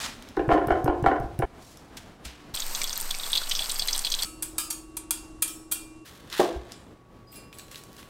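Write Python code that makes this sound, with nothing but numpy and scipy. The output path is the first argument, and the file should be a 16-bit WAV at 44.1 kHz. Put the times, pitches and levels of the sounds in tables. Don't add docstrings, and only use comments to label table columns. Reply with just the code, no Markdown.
import sys
import numpy as np
from scipy import signal
from scipy.io import wavfile
from scipy.ndimage import uniform_filter1d

SR = 44100
rng = np.random.default_rng(int(sys.argv[2]) if len(sys.argv) > 2 else 0)


def inscribe(sig):
    pcm = np.round(np.clip(np.atleast_2d(sig).T, -1, 1) * 32767)
    wavfile.write(sys.argv[1], SR, pcm.astype(np.int16))


def ratio_of_db(decibels):
    return 10 ** (np.asarray(decibels, float) / 20)


N = 356769
TIME = np.arange(N) / SR

CUTS = [
    0.001,
    0.368,
    1.455,
    2.539,
    4.251,
    6.047,
    8.1,
]
# frequency [Hz], density [dB per Hz].
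AIRS = [
    [(12, -23), (20, 1), (193, -5.5), (255, 1), (337, -7), (3740, -20.5), (16000, -40)],
    [(12, -40), (20, -31), (60, 8.5), (222, -16), (319, -11.5), (6360, -39.5), (16000, -50.5)],
    [(12, -37), (20, -3.5), (285, -6.5), (590, -13.5), (698, -11.5), (1000, -15), (16000, -45.5)],
    [(29, -40), (50, -20), (75, -14), (349, -15.5), (977, -5.5), (1910, -9.5), (2940, -10.5), (3400, -13.5),
     (4430, -7), (6650, -11), (8460, -5), (10500, -20), (13000, -8.5), (15400, -19.5)],
    [(8.8, -37), (15, 7.5), (220, -11.5), (321, -3.5), (405, -11.5), (1130, -18.5), (2200, -30),
     (9190, -29), (16000, -58)],
    [(12, -25), (20, -2.5), (277, -5), (337, -5.5), (802, -15), (1150, -17), (1530, -22), (16000, -45.5)],
]
# start [s], wet smack level [dB], smack pitch [Hz],
# thump in the meat [dB], thud in the table [dB].
BLOWS = [
    (0.4803, -44, 8000, -15.5, -14),
    (0.672, -29, 13700, -21, -14.5),
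    (0.844, -27.5, 12100, -15, -12.5),
    (1.026, -36.5, 8000, -15.5, -15),
    (1.2, -37.5, 7900, -22, -21),
    (1.3906, -24, 14100, -14, -13.5),
]
BLADE_HZ = [1292, 2396, 2745, 3219, 3725, 4522, 4950, 5440, 6837, 7149, 7564, 7868, 8220, 8353, 8954, 9103,
            9330, 10040, 10800, 11700, 12560, 13650, 14680]
# level [dB], time to fall 60 dB [s].
BLADE = [(-16, 0.47), (-9, 0.19), (-27.5, .5), (-9, 0.22), (-35, 0.6), (-38, 0.71), (-20.5, 0.62),
         (-14.5, 0.453), (-17.5, 0.56), (-18, .3), (-12.5, 0.71), (-8, 0.38), (-17.5, .3), (-24, 0.52),
         (-12, 0.25), (-29, .26), (-10.5, 0.24), (-19, 0.17), (-8, 0.11), (-10.5, 0.255), (-7, 0.1),
         (-13.5, 0.166), (-13, 0.21)]


def evened(x):
    return x / np.sqrt(np.mean(x ** 2) + 1e-20)


def read(points, hz):
    f, value = np.transpose(points)
    return np.interp(np.log(hz + 1), np.log(f + 1), value)


def during(t0, t1):
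    return np.clip(np.minimum(TIME - t0, t1 - TIME) * 1000, 0, 1)


def add(mix, s, sound):
    part = mix[round(s * SR):][:len(sound)]
    part += sound[:len(part)]


def colour(x, points):
    gain_db = read(points, abs(np.fft.fftfreq(16384, 1 / SR)))
    log_gain = np.log(ratio_of_db(np.maximum(gain_db, -100)))
    taps = np.fft.ifft(np.exp(np.conj(signal.hilbert(log_gain)))).real[:8192]
    return signal.oaconvolve(x, taps / np.linalg.norm(taps))[:len(x)]


def resonate(x, hz, width):
    pole = np.exp((2j * np.pi * hz - np.pi * width) / SR)
    return 2 * signal.lfilter([1 - abs(pole)], [1, -pole], x).real


def body(x, modes):
    return sum((-1) ** k * ratio_of_db(db) * resonate(x, hz, width) for k, (hz, width, db) in enumerate(modes))


def grains(per_s, spread_db, size=N):
    draw = rng.random((size, 3))
    height = ratio_of_db(spread_db * np.minimum(-np.log(draw[:, 0] + 1e-9), 5))
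    sign = np.sign(draw[:, 1] - .5)
    return evened(height * sign * (draw[:, 2] < per_s / SR))


def kitchen(x, wet_db):
    # frequency [Hz], time to fall 60 dB [s].
    room_t60 = [(200, 0.59), (1000, 0.49), (4000, 0.27), (9000, 0.25), (16000, 0.039)]
    hz, t, z = signal.stft(rng.standard_normal(SR), SR, nperseg=256)
    decay = ratio_of_db(-60 * t / read(room_t60, hz)[:, None])
    tail = signal.istft(z * decay, SR, nperseg=256)[1]
    tail *= np.clip(np.arange(len(tail)) / SR / 0.00087 - 1, 0, 1)
    return x + ratio_of_db(wet_db) * signal.oaconvolve(x, tail / np.linalg.norm(tail))[:len(x)]


def air():
    airs_db = [-46, -41, -50, -40, -51.5, -51.5]
    # from [s], to [s], pitch [Hz], level [dB], wander width [Hz].
    hums = [(4.249, 6.045, 315.6, -50.5, 0.65), (4.249, 6.045, 355, -63, 2),
            (4.249, 6.045, 335.2, -59, 1.5), (4.249, 6.045, 413.5, -69, 4), (4.249, 8.1, 118, -64, 4.8),
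            (4.249, 6.045, 236.5, -66, 0.67), (2.4, 8.1, 1125, -63.5, 1.2), (4.249, 5.4, 42, -53.5, 11),
            (2.26, 2.54, 295, -58, 5.9), (4.249, 6.045, 296, -67, 2)]
    swell = evened(uniform_filter1d(rng.standard_normal(N), 3000))
    beds = np.zeros(N)
    for tone, db, t0, t1 in zip(AIRS, airs_db, CUTS, CUTS[1:]):
        beds += ratio_of_db(db) * colour(rng.standard_normal(N), tone) * during(t0, t1)
    hum = np.zeros(N)
    for t0, t1, hz, db, wander in hums:
        wandering = evened(resonate(rng.standard_normal(N), hz, wander))
        line = evened(np.sin(2 * np.pi * hz * TIME) + wander / 8 * wandering)
        hum += ratio_of_db(db) * during(t0, t1) * line

    rumble_band = signal.butter(4, [10, 17], "band", fs=SR, output="sos")
    draught = signal.sosfilt(rumble_band, rng.standard_normal(N + SR))[SR:]
    draught /= np.sqrt(uniform_filter1d(draught ** 2, size=11000))
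    gust_db = -34.5 + 1 * np.cos(2 * np.pi * (TIME - 3.11) / .44)
    return ratio_of_db(1.8 * swell) * beds + hum + ratio_of_db(gust_db) * draught * during(*CUTS[3:5])


def strokes(rows, shape, dull):
    s, db, rise, fall, treble_db = np.transpose(rows)[:, :, None]
    fall_db = 20 * (np.maximum(TIME - s, 0) / fall) ** shape
    level_db = db - 20 * np.maximum(s - TIME, 0) / rise - fall_db
    return ratio_of_db(level_db).sum(0), ratio_of_db(level_db + treble_db - dull * fall_db).sum(0)


def crackle(gains, tone, per_s, spread_db, wet_db):
    clumps = evened(uniform_filter1d(rng.standard_normal(N), 300))
    clumped = grains(per_s, spread_db) * ratio_of_db(1.5 * clumps)
    sound = kitchen(colour(clumped, tone), wet_db)
    high = signal.sosfilt(signal.butter(2, 5000, "high", fs=SR, output="sos"), sound)
    low = signal.sosfilt(signal.butter(2, 5000, "low", fs=SR, output="sos"), sound)
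    return gains[0] * evened(low) - gains[1] * evened(high)


def shredding():
    # peak [s], level [dB], 20 dB rise [s], 20 dB fall [s], treble share [dB].
    shreds = [
        (0.045, -34.5, 1, 0.13, -7),
    ]
    # frequency [Hz], density [dB per Hz].
    shred_tone = [(300, -50), (600, -6), (1400, -1.5), (3000, -4.5), (4900, -4), (8000, -7), (16000, -18)]
    gains = strokes(shreds, shape=0.99, dull=0.22)
    return crackle(gains, shred_tone, per_s=6100, spread_db=1.5, wet_db=-12.0) * during(*CUTS[:2])


def snaps():
    # start [s], peak [dB], centre [Hz].
    single_snaps = [(0.2244, -28, 3520), (0.288, -34.5, 5060), (0.3675, -34.5, 4160), (1.7727, -34.5, 6000),
                    (6.3003, -30.5, 4080), (6.327, -21.5, 3540), (6.7205, -26.5, 5700),
                    (7.5281, -33.5, 2570), (7.596, -32, 2800), (7.7456, -32, 2900), (7.586, -32, 9700),
                    (7.715, -34, 10100), (7.7574, -27, 3200), (7.966, -37, 5300), (7.328, -40, 2500),
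                    (7.682, -39, 2800), (7.837, -35, 8000), (7.93, -39, 10500), (8.029, -33.5, 1900)]
    out, t = np.zeros(N), np.arange(600) / SR
    smacks = [blow[:3] for blow in BLOWS]
    for s, db, hz in single_snaps + smacks:
        burst = rng.standard_normal(600) * np.exp(-t / 0.0014)
        burst = 0.08 * np.diff(burst, prepend=0) + 9.0 * resonate(burst, hz, width=.5 * hz)
        add(out, s, ratio_of_db(db) * burst / abs(burst).max())
    return kitchen(out, wet_db=-6)


def pounding():
    # start [s], peak [dB], lean to the upper modes [dB].
    knocks = [(0.371, -11, -2), (0.393, -6, -2), (0.49, -3.5, -2.5), (0.503, -10.5, 1), (0.515, -2, 6),
              (0.535, -9, 1), (0.548, -9, -14), (0.568, -21, 6), (0.579, -8, -2), (0.615, -15.5, -4),
              (0.64, -24, 1), (0.683, -11.5, -1), (0.695, -14, -15), (0.705, -2, 5.5), (0.719, -12.5, 2),
              (0.755, -13, -1), (0.802, -23, -1), (0.858, -10.5, -9.5), (0.878, -4, 5), (0.901, -24, -6),
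              (0.926, -16, -10), (0.965, -23, -9), (1.041, -7, -3), (1.062, -1, 3), (1.085, -11, 2.5),
              (1.114, -6, -1.5), (1.16, -15.5, -2.5), (1.396, -19, -7), (1.423, -5.5, -2)]
    # counter mode [Hz], width [Hz], level [dB].
    counter = [(293, 75, -6.5), (345.4, 38.5, 0.5), (401, 75, -4.5), (502, 115, -9), (700, 67, -1),
               (816, 122, -8), (1026, 77, -9.5), (1445, 130, -14.5), (1780, 170, -16), (2246, 98, -21.5),
               (2930, 120, -31.5)]
    plate, rim_clicks, t = np.zeros(N), np.zeros(N), np.arange(12000) / SR
    for s, db, lean_db in knocks:
        chatter = ratio_of_db(5.5 - 60 * t / 0.11) * (1 - np.exp(-t / 0.0031))
        chatter *= grains(per_s=420, spread_db=3.0, size=12000)
        chatter[170:200] += ratio_of_db(6.5) * np.hanning(30)
        spot_db = 1.7 * rng.standard_normal(len(counter))
        modes = [(hz, width, mode_db + more_db) for (hz, width, mode_db), more_db in zip(counter, spot_db)]
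        bright = ratio_of_db(4.0) * chatter * np.exp(-t / 0.022)
        rim = ratio_of_db(-29) * resonate(resonate(chatter, hz=3030, width=130), hz=2980, width=390)
        lower = body(chatter, modes[:4])
        upper = body(chatter, modes[4:7]) - body(bright, modes[7:]) + rim
        add(plate, s - .004, ratio_of_db(db - lean_db / 2) * lower + ratio_of_db(db + lean_db / 2) * upper)
        click = rng.standard_normal(12000) * np.exp(-t / 0.0024)
        add(rim_clicks, s, ratio_of_db(db + lean_db / 2 - 22) * click)
    rim_clicks = ratio_of_db(5.5) * resonate(resonate(rim_clicks, hz=2580, width=390), hz=3200, width=2300)
    return kitchen(resonate(plate, hz=1080, width=3400) + rim_clicks, wet_db=-6.5) * during(*CUTS[1:3])


def thuds():
    # start [s], peak [dB], pitch [Hz], time to fall 60 dB [s].
    soft_pushes = [
        (0.38, -30, 43, 0.32),
        (1.202, -24.5, 44.2, 0.14),
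        (2.258, -31.5, 61, 0.27),
        (6.56, -25, 61, 0.23),
        (4.247, -40, 210, 0.057),
    ]
    out, t = np.zeros(N), np.arange(SR // 2) / SR
    meat = [(s, db, 126, 0.086) for s, _, _, db, _ in BLOWS]
    table = [(s + 0.0457, db, 45, 0.058) for s, _, _, _, db in BLOWS]
    for s, db, hz, t60 in soft_pushes + meat + table:
        sag = 1 + 0.034 * np.exp(-t / 0.0094)
        push = ratio_of_db(db - 60 * t / t60) * (1 - np.exp(-t / 0.0006)) * np.sin(2 * np.pi * hz * t * sag)
        add(out, s, 0.8 * push)
    return out * (1 - during(CUTS[2], 2.2))


def patting():
    # peak [s], level [dB], 20 dB rise [s], 20 dB fall [s], treble share [dB].
    pats = [
        (1.63, -70.5, 0.06, 1, 14.3),
        (1.72, -72, 0.15, 0.98, 16.7),
        (1.972, -45.5, 0.0039, 0.11, 8.4),
        (2.255, -41, 0.0088, 0.2, 3.8),
    ]
    # frequency [Hz], density [dB per Hz].
    crumb_tone = [(410, -30), (700, -1), (1210, -9), (1350, -3.5), (2770, -3.5), (7990, -12), (16000, -23)]
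    gains = strokes(pats, shape=0.48, dull=1.0)
    return crackle(gains, crumb_tone, per_s=7000, spread_db=1.0, wet_db=-15.0) * during(*CUTS[2:4])


def frying():
    # start [s], peak [dB], pitch [Hz].
    bubbles = [(2.5433, -20, 4100), (2.5712, -18.5, 3200), (2.621, -19, 3630), (2.7499, -16.5, 3800),
               (2.8406, -16.5, 3580), (2.8756, -24.5, 4370), (2.9653, -22, 3960), (3.107, -14, 3530),
               (3.198, -20.5, 3760), (3.2337, -17.5, 3470), (3.3034, -22.5, 3720), (3.331, -7.5, 3600),
               (3.3531, -10, 3450), (3.3728, -7.5, 3960), (3.395, -31, 3980), (2.5967, -23, 3730),
               (2.904, -21.5, 3430), (3.2597, -25, 4150), (3.621, -17.5, 3280), (3.7586, -20.5, 4560),
               (3.941, -25, 3870), (3.949, -17.5, 3660), (4.04, -22, 4150), (4.246, -18, 4600),
               (3.434, -21.5, 3980), (3.47, -24.5, 3020), (3.5125, -10.5, 3230), (3.561, -13.5, 5530),
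               (3.567, -22, 4930), (3.551, -14, 3460), (3.5915, -9.5, 3180), (3.6426, -20, 4300),
               (3.6967, -16, 3700), (3.7948, -9.5, 4760), (3.821, -10.5, 3880), (3.8835, -12, 4200),
               (3.9287, -14.5, 5060), (4.048, -12.5, 4230), (4.0677, -15.5, 3320), (4.1178, -11.5, 4050),
               (4.1402, -11, 3700), (4.1904, -15.5, 3540), (4.2235, -13.5, 4400)]
    # start [s], peak [dB], pitch [Hz].
    plops = [(2.815, -14.5, 2130), (3.143, -22, 2360), (3.416, -22, 1400), (3.511, -22, 2160),
             (3.605, -19.5, 700), (3.816, -26, 700), (3.886, -20, 2130)]
    # start [s], peak [dB].
    spit_sizes = [
        [(2.6012, -16), (2.749, -16), (2.8411, -24), (2.8746, -22), (2.9288, -16), (3.109, -21), (3.497, -17.5),
         (3.521, -22), (3.5515, -15), (3.5899, -23), (3.931, -14), (4.1013, -18.5), (4.1212, -14)],
        [(2.5524, -19), (2.9576, -19), (3.0016, -16), (3.319, -16.5), (3.695, -14.5), (3.7182, -12.5),
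         (3.744, -22), (3.875, -24), (3.981, -21), (3.992, -11), (4.222, -13.5)],
    ]
    spit_hz = [6270, 8600]
    # start [s], peak [dB].
    fleck_rows = [(2.538, -21), (2.5524, -20), (2.5634, -20), (2.6012, -22.5), (2.666, -18.5),
                  (2.7107, -31.5), (2.842, -19), (2.9579, -36), (2.977, -16), (3.0008, -26), (3.0116, -19),
                  (3.111, -17), (3.301, -28), (3.4952, -21.5), (3.5755, -29), (3.693, -28), (3.7049, -22),
                  (3.7453, -31), (3.789, -17), (3.8753, -20), (3.911, -25), (3.979, -23), (4.105, -20),
                  (4.1234, -21), (4.234, -12)]
    # pan mode [Hz], width [Hz], level [dB].
    pan = [(3410, 140, 10), (4490, 810, 5.5), (6160, 560, -1.5), (8240, 250, 1.5), (13500, 5400, -18)]
    pan_air = AIRS[3][4:]
    pops, t = np.zeros(N), np.arange(2500) / SR
    spits = [(s, db, hz * rng.uniform(0.856, 1.063)) for rows, hz in zip(spit_sizes, spit_hz) for s, db in rows]
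    for events, t60 in ((bubbles, .04), (spits, .02), (plops, .04)):
        fade = ratio_of_db(-25 * t / t60 - 60 * (t / t60) ** 2)
        for s, db, hz in events:
            kicks = grains(per_s=4500, spread_db=3.5, size=2500) * fade
            kicks[0] = 5.5
            bubble = resonate(resonate(kicks, hz, width=0.16 * hz), hz, width=.5 * hz)
            pop = bubble + 0.24 * body(kicks, pan)
            add(pops, s, ratio_of_db(db - 2.0) * pop / abs(pop).max())

    fizz = colour(grains(per_s=2400, spread_db=4.6), pan_air)
    small = sum(resonate(grains(per_s=65, spread_db=7.0), hz, width=0.16 * hz)
                for hz in np.geomspace(2600, 14000, num=12))
    froth = ratio_of_db(-3) * evened(fizz) + ratio_of_db(0.0) * evened(colour(small, pan_air))
    flecks = np.zeros(N)
    for s, db in fleck_rows:
        add(flecks, s, ratio_of_db(db + 5.5) * rng.standard_normal(60) * np.exp(-t[:60] / 0.00019))
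    flecks = colour(np.diff(flecks, prepend=0), pan_air)
    return kitchen(pops + flecks + ratio_of_db(-42.5) * froth, wet_db=-14.5) * during(*CUTS[3:5])


def steel_modes(crowd_t60=0.44):
    t = np.arange(SR * 2 // 3) / SR
    blade_db, blade_t60 = np.transpose(BLADE)
    crowd_hz = rng.uniform(2300, 16000, size=100)
    crowd_fall = crowd_t60 * np.sqrt(8000 / np.maximum(crowd_hz, 9000))
    hz = np.append(BLADE_HZ, crowd_hz)[:, None]
    db = np.append(blade_db, np.full(100, -17))[:, None]
    t60 = np.append(blade_t60, crowd_fall)[:, None]
    sway = np.cumsum(uniform_filter1d(rng.standard_normal(len(t)), 900)) * .055 / SR
    return ratio_of_db(db - 60 * t / t60) * np.sin(2 * np.pi * hz * (t + sway)) * (1 - (t / t[-1]) ** 4)


def ring(modes):
    place = rng.standard_normal((len(modes), 2))
    sound = (ratio_of_db(2.5 * place[:, 0]) * np.sign(place[:, 1])) @ modes
    return sound / np.linalg.norm(sound)


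def tapping(modes):
    # start [s], peak [dB], ring [dB], contact [s], first crack [1-30].
    taps = [(4.19, -6.5, -10, 0.0069, 4.3), (4.4239, -16.5, -12, .011, 3.3),
            (4.5811, -13, -4.5, 0.0086, 1.5), (4.5994, -21.5, -11, 0.013, 3.4),
            (4.702, -13.5, -17, 0.017, 2.3), (4.725, -21, -4.5, 0.0093, 4.2),
            (4.9685, -16.5, -25, 0.012, 5.8), (5.1078, -4, -14, 0.0081, 8.6),
            (5.421, -9.5, -21, 0.0077, 2.5), (5.4249, -5, -17, 0.011, 4.8), (5.477, -21.5, 2.5, 0.009, 3.3),
            (5.714, -16.5, -12, 0.011, 2.6), (5.7214, -10.5, -9.5, 0.012, 6.5)]
    # frequency [Hz], density [dB per Hz].
    tap_tone = [(350, -64), (600, -18), (1310, -14), (2180, -18), (2400, -10), (2910, -12), (3680, -12),
                (5120, -10.5), (9110, -6), (16000, -12)]
    # time [s], level [dB].
    sing_on = [(4.25, -54), (4.34, -59), (4.46, -61), (4.57, -81), (4.59, -50), (4.69, -60), (4.8, -66),
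               (5.1, -63), (5.17, -53), (5.4, -67.5), (5.47, -59), (5.6, -77), (5.71, -66), (5.76, -45),
               (5.85, -63), (6.05, -61)]
    crack_hz = 9000
    out, t, click = np.zeros(N), np.arange(4000) / SR, signal.unit_impulse(4000)
    damped = [(hz, 257, mode_db) for hz, (mode_db, _) in zip(BLADE_HZ, BLADE)]
    next_contacts = [row[0] for row in taps[1:]] + [CUTS[5]]
    for (s, db, ring_db, contact_s, crack), after in zip(taps, next_contacts):
        press = np.exp(-t / contact_s - (t / contact_s) ** 4) * (1 - np.exp(-t / 0.0017))
        breaks = grains(per_s=10000, spread_db=4.5, size=4000) * press + crack * np.roll(click, 12)
        held = body(breaks, damped)
        breaks = colour(breaks + 0.5 * resonate(breaks, crack_hz, width=2900) + ratio_of_db(19.5) * held, tap_tone)
        breaks *= ratio_of_db(db) / abs(breaks).max()
        add(out, s, breaks)
        blow = colour(click + 0.3 * resonate(click, crack_hz, width=2500), tap_tone)
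        steel = signal.fftconvolve(blow * np.linalg.norm(breaks), ring(modes))
        muted = np.clip((np.arange(len(steel)) / SR - max(after - s, .1)) / 0.01, 0, 1)
        add(out, s, ratio_of_db(ring_db - 15 * muted) * steel)
    sings = ratio_of_db(np.interp(TIME, *np.transpose(sing_on))) * np.sin(2 * np.pi * 2748 * TIME)
    return (kitchen(out, wet_db=-6.0) + sings) * during(*CUTS[4:6])


def singing():
    # start [s], level [dB], pitch [Hz], time to fall 60 dB [s].
    favoured = [(4.251, -51, 4490, 0.58), (4.25, -59, 2942, 0.9), (4.426, -48, 1640, 0.063),
                (4.426, -47, 946, 0.088), (4.441, -62, 3219, 0.4), (4.582, -40, 947, 0.064),
                (4.583, -39, 1650, 0.078), (4.584, -42.5, 1216, 0.42), (4.583, -46.5, 1330, 0.39),
                (4.582, -39, 3720, 0.12), (4.581, -35, 4500, 0.12), (4.6, -40, 5437, 0.19),
                (4.582, -37.5, 4883, 0.36), (4.703, -42, 930, .08), (4.703, -38, 4490, 0.22),
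                (4.703, -50, 4312, .22), (4.702, -39, 6708, 0.29), (4.703, -38, 5650, .15),
                (4.969, -42, 940, 0.069), (5.108, -38, 935, 0.067), (5.108, -44, 4522, 0.4),
                (5.107, -52, 3219, 0.15), (5.108, -47, 4883, 0.49), (5.108, -52, 5475, .43),
                (5.108, -57, 3725, 0.14), (5.426, -51, 4460, 0.22), (5.428, -56, 2396, 0.63),
                (5.426, -35, 10800, 0.31), (5.426, -45, 7564, 0.35), (5.426, -36, 13720, .09),
                (5.721, -51, 2390, 1), (5.722, -44, 4525, 0.45), (5.722, -45, 3219, 0.26),
                (5.721, -50, 3720, .2), (5.721, -47, 5435, 0.45), (5.721, -40, 9800, 0.16),
                (5.721, -23, 11750, 0.071), (5.721, -27, 14800, 0.088), (5.72, -42, 10810, 0.13),
                (5.721, -28, 12270, 0.086), (7.272, -55.5, 4930, .45), (7.355, -54.5, 5000, 0.61),
                (7.32, -59, 8300, 0.43), (7.315, -64, 4500, 0.27), (7.375, -57, 4480, 0.34),
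                (7.33, -60, 2748, 0.35), (7.362, -54, 2749, 1.1), (7.35, -59, 2390, .9),
                (7.531, -48, 2620, .06), (7.587, -56, 6900, .3), (7.587, -51, 4480, .12),
                (7.6, -59, 4060, .5), (7.59, -57, 2750, .12), (7.75, -52, 3300, .07)]
    out, t = np.zeros(N), np.arange(SR // 2) / SR
    for s, db, hz, t60 in favoured:
        blur = .012 * np.cumsum(rng.standard_normal(len(t)))
        fade = ratio_of_db(db - 60 * t / t60) * (1 - np.exp(-t / 0.00067)) * (1 - 2 * t)
        add(out, s, fade * np.sin(2 * np.pi * hz * t + blur))
    return kitchen(out, wet_db=-6.5) * (1 - during(CUTS[5], 7.1))


def cutting(modes):
    # peak [s], level [dB], 20 dB rise [s], 20 dB fall [s], treble share [dB].
    crust = [
        [(6.062, -52, 0.023, 0.37, -1.5), (6.322, -44.5, .015, 0.21, -13), (6.4, -33, 0.075, 0.15, -7.5),
         (6.71, -54.5, 0.093, 0.2, -14)],
        [(7.365, -58.5, 0.071, 0.11, 7.5), (7.535, -57, 0.012, 0.14, -2), (7.59, -58.5, 0.022, 0.11, 9.5),
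         (7.715, -47, 0.0081, 0.083, -1), (7.78, -60.5, .05, 0.16, 7), (8.0, -53.5, 0.096, 0.24, -2)],
    ]
    # frequency [Hz], density [dB per Hz].
    crust_tone = [(500, -40), (900, -8), (1700, -1.5), (2400, -7.5), (3500, -3.5), (5200, -9),
                  (12500, -9.5), (16000, -12)]
    # start [s], level [dB].
    landings = [
        (6.395, -4),
        (6.4, -7.5),
        (6.411, -9),
    ]
    # board mode [Hz], width [Hz], level [dB].
    board_modes = [(350, 35, -0.5), (530, 82, -8.5), (635, 96, -7.5), (812, 97, -8.5), (1090, 140, -16),
                   (1400, 36, -25), (1580, 40, -22), (1830, 70, -32)]
    # start [s], level [dB], pitch [Hz].
    rocks = [(6.455, -25.5, 700), (6.472, -27, 684), (6.483, -26.5, 506), (6.5, -23, 350),
             (6.545, -33, 382), (6.56, -34.5, 700)]
    cut_gains = strokes(crust[0], shape=0.96, dull=0.66)
    cut = crackle(cut_gains, crust_tone, per_s=4000, spread_db=2.5, wet_db=-13) * during(*CUTS[5:])
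    touch_gains = strokes(crust[1], shape=0.55, dull=0.064)
    touch = crackle(touch_gains, crust_tone, per_s=4500, spread_db=3.0, wet_db=-5)

    lifted = ratio_of_db(8.5) * resonate(cut, hz=8500, width=2170) * during(6.71, 7.0)
    brief = modes * np.exp(-TIME[:modes.shape[1]] / 0.038)
    steel = signal.oaconvolve(lifted, ring(brief))[:N]
    steel += ratio_of_db(-9.5) * signal.oaconvolve(touch, ring(modes[12:]))[:N]

    rock_db = -7.5 - 20 * (abs(TIME - 6.39) / 0.12) ** 0.82
    drive = ratio_of_db(rock_db) * grains(per_s=1100, spread_db=3.0) * during(6.395, 6.75)
    for s, db in landings:
        add(drive, s, ratio_of_db(db) * np.hanning(50))
    board, t = ratio_of_db(14.0) * body(drive, board_modes), np.arange(3000) / SR
    for s, db, hz in rocks:
        note = ratio_of_db(db - 60 * t / 0.058) * (1 - np.exp(-t / .004)) * np.sin(2 * np.pi * hz * t)
        add(board, s, note * 2)
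    return cut + touch + steel + kitchen(board, wet_db=-13)


def grazing(modes):
    # start [s], ring [dB], best shaken pitch [Hz].
    ticks = [(7.3182, -42, 14680), (7.3575, -38, 10070), (7.54, -41, 10130), (7.586, -44, 8100),
             (7.713, -46, 8400)]
    out, click, t = np.zeros(N), signal.unit_impulse(2000), np.arange(modes.shape[1]) / SR
    for s, db, hz in ticks:
        blow = 0.27 * np.diff(click, prepend=0) + ratio_of_db(12) * resonate(click, hz, width=120)
        damped_ring = ring(modes[:len(BLADE)]) * np.exp(-t / 0.13)
        add(out, s, ratio_of_db(db) * signal.fftconvolve(blow / np.linalg.norm(blow), damped_ring) * 10)
    return kitchen(out, wet_db=-1.5)


def scene():
    modes = steel_modes()
    mix = air() + shredding() + snaps() + pounding() + thuds() + patting() + frying()
    mix += tapping(modes) + singing() + cutting(modes) + grazing(modes)
    return mix[None]


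def top_cut(x):
    return signal.sosfilt(signal.butter(12, 17000, fs=SR, output="sos"), x)


def record(dry):
    edge = signal.firwin(201, 15900, window=("kaiser", 5), fs=SR)
    mix = signal.oaconvolve(dry, edge[None], "same")
    return top_cut(mix)


dry = scene()
out = record(dry)
inscribe(out)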